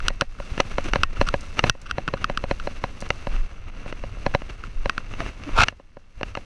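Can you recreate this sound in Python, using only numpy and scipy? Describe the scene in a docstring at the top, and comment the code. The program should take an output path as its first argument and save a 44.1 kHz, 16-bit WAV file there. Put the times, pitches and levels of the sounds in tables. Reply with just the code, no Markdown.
"""A camera rattles in its plastic mount, right at the microphone, on a mountain bike rolling fast down a bumpy
dirt trail. Decaying modes ring the knocks, clicks and hollow clacks; late in the ride the mount slips and
scrapes in shaped grains, then the bike flies for nearly half a second. Below it the tyres hiss and crackle in
noise and grains, louder on bumps and quieter in the air, and low noise and damped pushes carry the rumble."""
import sys
import numpy as np
from scipy import signal
from scipy.fft import rfft, irfft, next_fast_len
from scipy.io import wavfile
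from scipy.ndimage import uniform_filter1d, map_coordinates

SR = 44100
rng = np.random.default_rng(int(sys.argv[2]) if len(sys.argv) > 2 else 0)


def wav_out(sig):
    """Save sig, one row per channel (or a flat mono array), as 16-bit PCM at SR to the path in sys.argv[1]."""
    wavfile.write(sys.argv[1], SR, np.round(np.clip(np.atleast_2d(sig).T, -1, 1) * 32767).astype(np.int16))


N = 284430  # length in samples


def amp(db):
    """Decibels to gain."""
    return 10 ** (np.asarray(db) / 20)


def unit(x):
    """Scaled to rms 1."""
    return x / np.sqrt(np.mean(x ** 2) + 1e-20)


def curves(rows):
    """One value per sample for each column after the time, in straight lines between rows."""
    seconds, *columns = np.transpose(rows)
    return [np.interp(np.arange(N) / SR, seconds, column) for column in columns]


def wobble(rate):
    """A smooth random curve through rate knots a second."""
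    knots = rng.standard_normal(int(N * rate / SR) + 4)
    return map_coordinates(knots, [np.arange(N) * rate / SR])


def swell(middle, length):
    """A smooth rise to 1 and fall; it stands at 1/e half a length either side of the middle."""
    t = np.arange(N) / SR
    return np.exp(-np.minimum((2 * (t - middle) / length) ** 2, 50))


def filtered(x, response):
    """x times a response of frequency."""
    size = next_fast_len(N + SR // 2)
    hz = np.fft.rfftfreq(size, 1 / SR)
    return irfft(rfft(x, size) * response(hz), size)[:N]


def coloured(x, spectrum):
    """x through (Hz, dB) points joined on a log frequency axis, at rms 1."""
    f, db = np.transpose(spectrum)
    return unit(filtered(x, lambda hz: amp(np.interp(np.log(hz + 1), np.log(f), db))))


def noise(spectrum):
    """Coloured noise of rms 1."""
    return coloured(rng.standard_normal(N), spectrum)


def grains(rate):
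    """Tiny impacts at random moments, rate a second on average, of unequal size, at rms 1."""
    size_db = 2.5 * rng.standard_normal(N)
    struck = rng.random(N) < rate / SR
    return unit(struck * rng.standard_normal(N) * amp(size_db))


# The camera drops onto its seat. Each row: start in seconds, level in dB.
KNOCKS = [(0.1035, -26), (0.2183, -12.5), (0.4006, -25), (0.6006, -9), (0.7827, -11.5), (0.9579, -9.5),
          (1.213, -7.5), (1.3405, -11), (1.6396, -6), (1.751, -35.5), (1.9822, -15), (2.138, -15),
          (2.298, -16.5), (2.4392, -17.5), (2.5116, -11.5), (2.6727, -17.5), (2.8395, -13.5), (3.023, -25),
          (3.1047, -19), (3.2701, -19), (3.8604, -29), (4.0379, -24.5), (4.1701, -37), (4.264, -11),
          (4.3487, -7.5), (4.8578, -15), (5.7243, -38), (5.7982, -39), (5.9694, -34.5), (6.2112, -23.5),
          (6.3723, -20.5)]
# The camera hits the opposite stop. Each row: start in seconds, level in dB, hardness in dB per octave.
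CLICKS = [(0.0029, -22, -1), (0.0826, -6.5, 4.5), (0.2105, -9, 3.5), (0.3875, -29, -8.5), (1.0337, -2, 0.5),
          (1.2874, -10.5, 2), (1.6968, -6.5, 5), (1.9111, -14, 1.8), (2.0784, -8, -3.5), (2.0852, -9, -5),
          (2.2431, -6, -0.1), (2.3741, -8, -0.2), (2.5989, -19.5, -1.7), (4.3401, -18, -7.5),
          (4.6377, -20.5, -4), (4.8957, -5.5, -0.7), (4.9793, -8, -2.5), (5.5865, -2.5, -3.5),
          (5.6055, -1, -1.5)]
# Glancing blows on the case. Each row: start in seconds, level in dB, hardness in dB per octave.
CLACKS = [(0.5781, -14.5, -3.2), (0.6035, -11.5, 4.5), (0.9347, -7.5, -0.5), (1.5921, -6, 1.5),
          (3.1042, -8.5, 0), (3.9254, -19.5, -3), (4.419, -22.5, -5), (4.4974, -28.5, 0.5),
          (5.1375, -24, -1.5), (5.2037, -13, -3), (5.2624, -21.5, -4.5), (5.4366, -35.5, 5),
          (5.4907, -26, -9.5), (5.6222, -10, 0.5), (5.6355, -11.5, 5), (5.684, -11.5, 3),
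          (6.2314, -12, -1.8), (6.3518, -19, 0)]
# Resonances of the seat. Each row: frequency in Hz, level in dB, time to fall 60 dB in seconds.
SEAT_MODES = [(137, -2, 0.023), (250, -6, 0.026), (560, -1, 0.033), (746, -8, 0.042), (980, 0, 0.012),
              (1485, -12, 0.017), (1664, -8, 0.021), (2100, -4, 0.008), (2602, -10, 0.017),
              (3019, -12, 0.011), (4085, -13, 0.016), (5698, -18, 0.009), (8532, -24, 0.001)]
# Resonances of the stop. Each row: frequency in Hz, level in dB, time to fall 60 dB in seconds.
STOP_MODES = [(183, -15.5, 0.015), (1098, -13, 0.025), (1308, 1.5, 0.012), (1490, 2.5, 0.0077),
              (2628, -5, 0.011), (2985, -0.5, 0.0027), (4250, -13, 0.0071), (4750, -17.5, 0.01),
              (5740, -18.5, 0.012), (6310, -25.5, 0.0076), (8540, -23, 0.0042), (10800, -33.5, 0.0055)]
# Resonances of the case. Each row: frequency in Hz, level in dB, time to fall 60 dB in seconds.
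CASE_MODES = [(280, 0, 0.006), (614, -6, 0.015), (805, -5, 0.009), (1280, -2, 0.011), (1704, -5, 0.011),
              (2047, -3, 0.008), (2810, -2.5, 0.014), (3761, -17, 0.01), (4343, -10, 0.005),
              (5947, -13, 0.007), (8265, -27, 0.004)]
# The steel clamp screw, shaken by each click. Each row: frequency in Hz, level in dB, time to fall 60 dB in seconds.
SCREW_MODES = [(1100, -46, .07), (1486, -44, .09), (1870, -37, .15), (2690, -44, .12)]
# a stronger knock is brighter: dB per octave at 0 dB, and dB per octave for each dB of level
FULL_HARDNESS, HARDNESS_PER_DB = 1.4, 0.1388


def rattle():
    """The camera bangs about in the play of its mount; glancing blows scuff the most."""
    drops = [(s, db, FULL_HARDNESS + HARDNESS_PER_DB * db) for s, db in KNOCKS]
    stop_and_screw = np.vstack([STOP_MODES, SCREW_MODES])
    knocks = blows(drops, SEAT_MODES, scatter_db=1, detune=0.012, scuff=0.27, soft_hz=7100)
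    clicks = blows(CLICKS, stop_and_screw, scatter_db=1.3, detune=0.009, scuff=0.28, soft_hz=10100)
    clacks = blows(CLACKS, CASE_MODES, scatter_db=1, detune=0.0053, scuff=0.45, soft_hz=7000)
    return knocks + clicks + clacks


def blows(events, modes, scatter_db, detune, scuff, soft_hz):
    """Every contact rings the part a little differently."""
    out = np.zeros(N + SR)
    for s, db, hardness in events:
        ringing = ring(modes, hardness, scatter_db, detune)
        blow = amp(db) * signal.fftconvolve(ringing, contact(scuff, soft_hz))
        out[round(s * SR):][:len(blow)] += blow
    return out[:N]


def ring(modes, hardness, scatter_db, detune):
    """Decaying sines of one struck part; a harder blow favours the high modes."""
    hz, db, t60 = np.transpose(modes)[:, :, None]
    t = np.arange(SR // 6) / SR
    size, shift = rng.standard_normal((2, len(modes), 1))
    # neighbouring modes reach the microphone in opposite phase
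    polarity = (-1) ** np.arange(len(modes))[:, None]
    octaves = np.log2(np.maximum(hz, 500) / 1000)  # from 1 kHz, no lower than 500 Hz
    level = polarity * amp(db + hardness * octaves + scatter_db * size)
    decay = np.exp(-np.log(1000) * t / t60)
    tones = np.sin(2 * np.pi * hz * (1 + detune * shift) * t)
    return np.sum(level * decay * tones, axis=0)


def contact(scuff, soft_hz):
    """The force of one contact: a tap rounded by the soft plastic, and a scuff as the faces settle."""
    t = np.arange(SR // 100) / SR
    grind = rng.standard_normal(len(t)) * t * np.exp(-t / 0.00093)
    force = (t == 0) + scuff * grind / np.linalg.norm(grind)
    rounding = signal.butter(2, soft_hz, fs=SR)
    return signal.lfilter(*rounding, force / np.linalg.norm(force))


# The camera rubs along the stop without striking it. Each row: middle in seconds, length in seconds, level in dB.
RUBS = [(0.426, 0.014, -41.5), (1.17, 0.014, -35.5), (1.274, 0.014, -26.5), (1.866, 0.015, -37),
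        (1.9, .016, -35.5), (2.176, 0.013, -38)]


def rubs():
    """A rub is a short run of tiny slips that ring the stop."""
    strokes = sum(amp(db) * swell(s, length) for s, length, db in RUBS)
    stop = ring(STOP_MODES, -1, scatter_db=1.5, detune=0)
    slips = signal.fftconvolve(grains(rate=4700), stop)[:N]
    return strokes * unit(slips)


# The mount slips under load. Each row: time in seconds, level in dB, share of harsh grating from 0 to 1.
SLIP = [(5.53, -57, 0.5), (5.56, -31.5, 0.46), (5.575, -16.5, 0), (5.59, -18, 0.66), (5.615, -15, 0.99),
        (5.638, -15, 1), (5.648, -49.5, 1), (5.66, -67, .9)]
# Colour of the judder in the slip. Each row: frequency in Hz, level in dB per Hz.
JUDDER = [(180, -56), (300, -25.5), (610, -5.5), (818, -12), (940, -2), (1400, -3.5), (1830, -33.5),
          (2300, -30), (2730, -17), (3330, -30), (4980, -27), (8950, -41), (12000, -53.5), (15600, -84.5),
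          (22000, -120)]
# Colour of the grating that takes over. Each row: frequency in Hz, level in dB per Hz.
GRATE = [(120, -48), (200, -10.5), (402, -18.5), (838, -1), (1090, -8), (1410, 3.5), (1780, -8.5),
         (1940, -24.5), (2150, -2), (2650, -1.5), (3000, -17.5), (3270, -7.5), (6580, -22), (10900, -39),
         (13000, -98)]


def slip():
    """The joint slides: dense grains turn from judder to grating, jerk in level and stop short."""
    level_db, harsh = curves(SLIP)
    judder = coloured(grains(rate=5600), JUDDER)
    grate = coloured(grains(rate=6000), GRATE)
    scrape = np.sqrt(1 - harsh) * judder + np.sqrt(harsh) * grate
    jerks_db = 2.8 * wobble(220)
    t = np.arange(N) / SR
    sliding = (t > SLIP[0][0]) & (t < SLIP[-1][0])
    return sliding * amp(level_db + jerks_db) * scrape


# The mount creaks as it flexes. Each row: start in seconds, length in seconds, mean pitch in Hz, level in dB.
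CREAKS = [(0.854, 0.019, 377, -29.5), (5.204, 0.027, 658, -29), (5.403, 0.015, 235.6, -37),
          (5.461, 0.04, 295, -29)]


def creaks():
    """Plastic rubs on plastic: short groans of two harmonics at an unsteady pitch."""
    out, t = np.zeros(N), np.arange(N) / SR
    phase_per_hz = 2 * np.pi * np.cumsum(1 + 0.06 * wobble(150)) / SR
    for s, length, hz, db in CREAKS:
        on = (t > s) & (t < s + length)
        phase = hz * phase_per_hz[on]
        groan = np.sin(phase) + 0.17 * np.sin(2 * phase)
        out[on] += amp(db) * np.sin(np.pi * (t[on] - s) / length) * groan
    return out


def chatter(ride_db):
    """Rough ground keeps the case ticking faintly under the big blows."""
    case = ring(CASE_MODES, 0, scatter_db=4.5, detune=0.021)
    ticks = signal.fftconvolve(grains(rate=25), case)[:N]
    return amp(ride_db - 11.5) * unit(ticks)


# Colour of the tread drumming on the ground. 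Each row: frequency in Hz, level in dB per Hz.
ROAR = [(40, -27.5), (80, 5), (130, -3), (220, -3), (400, -10.5), (600, -14), (1000, -40.5), (2500, -79.5)]
# Colour of crushed dirt. Each row: frequency in Hz, level in dB per Hz.
DIRT = [(250, -18), (500, 2), (700, 2), (900, -0.5), (1170, 4.5), (1450, 2.5), (1900, -1), (2150, 3),
        (2480, -1), (2690, 6.5), (2900, -1.5), (3150, -6.5), (4300, -12.5), (5200, -22), (6100, -9.5),
        (7200, -37.5), (12000, -63.5)]
# Colour of brushed dry leaves. Each row: frequency in Hz, level in dB per Hz.
LEAVES = [(2500, -2), (4200, 0.5), (5200, -2), (6200, -1.5), (7200, -9), (8600, -10.5), (9700, -14.5),
          (11200, -16.5), (12200, -31.5), (14000, -45)]
ROAR_DB, CRUNCH_DB, HISS_DB = 2, -0.5, 1.5  # trims of the three tyre sounds


def tyres(ride_db, leaves_db):
    """Knobbly tyres drum on the ground, crush dirt and brush through dry leaves."""
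    ground = wobble(35)  # small unevenness presses the tread harder and softer
    clumps = wobble(140)  # the grit breaks in clumps
    roar_db = ride_db + ROAR_DB + 2.3 * ground
    crunch_db = ride_db + CRUNCH_DB + 1.7 * ground + 1.2 * clumps
    hiss_db = leaves_db + HISS_DB + 1.8 * ground
    roar = amp(roar_db) * noise(ROAR)
    crunch = amp(crunch_db) * coloured(grains(rate=3900), DIRT)
    hiss = amp(hiss_db) * coloured(grains(rate=7000), LEAVES)
    return roar + crunch + hiss


# The wheels leave the ground. Each row: start in seconds, length in seconds, drop in dB.
HOPS = [(0.204, 0.17, 3.5), (1.033, 0.14, 5), (1.692, .12, 3.5), (5.715, 0.44, 11)]
LIFT_S, TOUCH_S = 0.017, 0.026  # time for the tyres to fall quiet, and to grip again


def airborne_db():
    """How far the ground noise has died away while the wheels are in the air."""
    t = np.arange(N) / SR

    def settle(elapsed, time):
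        return 1 - np.exp(-np.maximum(elapsed, 0) / time)

    drop_db = np.zeros(N)
    for s, length, db in HOPS:
        lift = settle(t - s, LIFT_S)
        touch = settle(s + length + TOUCH_S - t, TOUCH_S)
        drop_db += db * lift * touch
    return drop_db


# The tyres skid briefly on loose dirt. Each row: middle in seconds, length in seconds, level in dB.
SKIDS = [(0.064, 0.063, -38.5), (0.56, 0.16, -45), (0.716, 0.012, -35.5), (0.858, 0.035, -34.5),
         (0.888, 0.024, -34.5), (0.957, 0.072, -47.5), (1.134, 0.013, -40), (1.177, 0.046, -42.5),
         (1.22, 0.023, -36), (1.28, 0.012, -33.5), (1.588, 0.039, -33.5), (1.673, 0.041, -29.5),
         (2.221, 0.032, -39.5), (2.712, 0.034, -47), (3.061, 0.033, -40.5), (3.345, 0.094, -40.5),
         (3.89, 0.045, -40.5), (4.23, 0.026, -47), (4.501, 0.019, -38.5), (5.21, 0.057, -37),
         (5.272, 0.066, -38.5), (5.531, 0.24, -41.5), (5.68, 0.036, -42.5), (6.286, .05, -48.5)]
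BUMP_S, BUMP_DB = 0.024, -29  # the bump behind each knock: its length, and its grit against the knock
SKID_ROAR_DB, SKID_HISS_DB = 0.5, -12  # against the grit of a skid


def skids():
    """Each skid, and each bump that knocks the camera, is a short swell of crushed grit, roar and hiss."""
    slides = sum(amp(db) * swell(s, length) for s, length, db in SKIDS)
    bumps = sum(amp(db + BUMP_DB) * swell(s, BUMP_S) for s, db in KNOCKS)
    grit = coloured(grains(rate=3100), DIRT)
    roar = amp(SKID_ROAR_DB) * noise(ROAR)
    hiss = amp(SKID_HISS_DB) * noise(LEAVES)
    return (slides + bumps) * (grit + roar + hiss)


# Twigs and dry leaves flick against the spokes. Each row: start in seconds, level in dB.
TWIGS = [(0.841, -39), (1.408, -38), (1.816, -45.5), (3.005, -35), (3.014, -38), (3.09, -46)]
# Colour of a flick. Each row: frequency in Hz, level in dB per Hz.
FLICK = [(2000, -25.5), (4000, 3), (6200, 4), (9000, -3), (11500, -23), (14000, -33)]


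def twigs():
    """Each flick is a very short, bright crackle of grains that falls 60 dB in 28 ms."""
    t = np.arange(N) / SR
    bursts = sum(amp(db - 60 * np.abs(t - s) / 0.028) * (t > s) for s, db in TWIGS)
    return bursts * coloured(grains(rate=4300), FLICK)


# The wheels slam into bumps. Each row: start in seconds, level in dB before a 6 dB lift, pitch in Hz.
THUDS = [(0.518, -15.5, 49.6), (0.654, -24, 85), (0.993, -10.5, 49.3), (1.195, -7, 44.4), (1.656, -21, 130),
         (1.696, -15, 110), (2.16, -27.5, 91.3), (4.079, -29, 84), (4.676, -30.5, 172), (5.122, -26, 104),
         (5.593, -8, 79.5), (5.63, -11, 96)]


def thuds():
    """A hard bump gives one low, quickly damped push."""
    out, t = np.zeros(N + SR), np.arange(SR // 8) / SR
    onset = 1 - np.exp(-t / 0.0037)
    for s, db, hz in THUDS:
        decay = amp(db + 6.0 - 60 * t / 0.034)
        out[round(s * SR):][:len(t)] += decay * onset * np.sin(2 * np.pi * hz * t)
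    return out[:N]


# Colour of the steady shaking. Each row: frequency in Hz, level in dB per Hz.
SHAKE = [(8, -12.5), (16, 6), (26, -1), (45, -6.5), (70, -15), (110, -16.5), (200, -71.5), (400, -120)]
# The bike swings through a dip or a turn. Each row: middle in seconds, length in seconds, level in dB.
SWAYS = [(0.06, 0.15, -21.5), (0.296, 0.087, -28), (0.734, 0.083, -24), (0.994, 0.23, -23.5),
         (1.247, .2, -23), (1.673, 0.11, -27), (2.638, 0.095, -27.5), (3.382, 0.16, -17.5),
         (4.018, .06, -26.5), (4.281, .12, -27.5), (4.82, 0.12, -20.5), (5.562, 0.14, -21.5)]
# Colour of the swings. Each row: frequency in Hz, level in dB per Hz.
SWAY = [(8, -21), (18, 9), (32, 1), (50, -12.5), (75, -18), (130, -43.5), (300, -120)]
SHAKE_DB = 16  # the steady rumble, against the ride level


def rumble(ride_db):
    """Jolts and air shake the camera: a lumpy rumble that follows the trail, and deeper swells as the bike swings."""
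    def even(sway):
        """Holds the noise near a steady level over each tenth of a second."""
        power = np.abs(uniform_filter1d(sway ** 2, size=SR // 10))
        return sway / np.sqrt(power + 1e-3)

    jolts_db = 2.2 * wobble(22)
    shaking = amp(ride_db + SHAKE_DB + jolts_db) * even(noise(SHAKE))
    swings = sum(amp(db) * swell(s, length) for s, length, db in SWAYS)
    return shaking + swings * even(noise(SWAY))


# How hard the tyres work, before trims and hops.
# Each row: time in seconds, level on the dirt in dB, level of the leaf hiss in dB.
RIDE = [(0.0, -48, -55), (0.21, -52, -60.5), (0.42, -51, -56), (0.58, -47.5, -54.5), (0.76, -45.5, -54),
        (1.15, -45, -56.5), (1.52, -47.5, -53.5), (1.73, -55.5, -61.5), (1.87, -50, -63.5),
        (2.31, -47.5, -61), (2.58, -47.5, -54), (2.79, -48, -57), (3.32, -50, -57.5), (3.66, -50, -64),
        (4.34, -48.5, -56.5), (4.52, -51.5, -60.5), (5.22, -48, -59), (5.45, -54, -62)]


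def scene():
    """The rattle right at the microphone, the ride below it."""
    ride_db, leaves_db = np.array(curves(RIDE)) - airborne_db()
    mount = rattle() + rubs() + slip() + creaks() + chatter(ride_db)
    ride = tyres(ride_db, leaves_db) + skids() + twigs() + thuds() + rumble(ride_db)
    return (mount + ride)[None]


ROLL_OFF_HZ, TOP_HZ = 12600, 13950  # where the treble is 3 dB down, and where it ends


def record(dry):
    """The camera rounds off peaks near full scale, dulls the top and keeps nothing outside its band."""
    rounded = dry[0] / (1 + np.abs(dry[0]) ** 6) ** (1 / 6)
    dulled = filtered(rounded, lambda hz: 1 / np.sqrt(1 + (hz / ROLL_OFF_HZ) ** 20))
    return filtered(dulled, lambda hz: (hz > 5) & (hz < TOP_HZ))[None]


dry = scene()
out = record(dry)
wav_out(out)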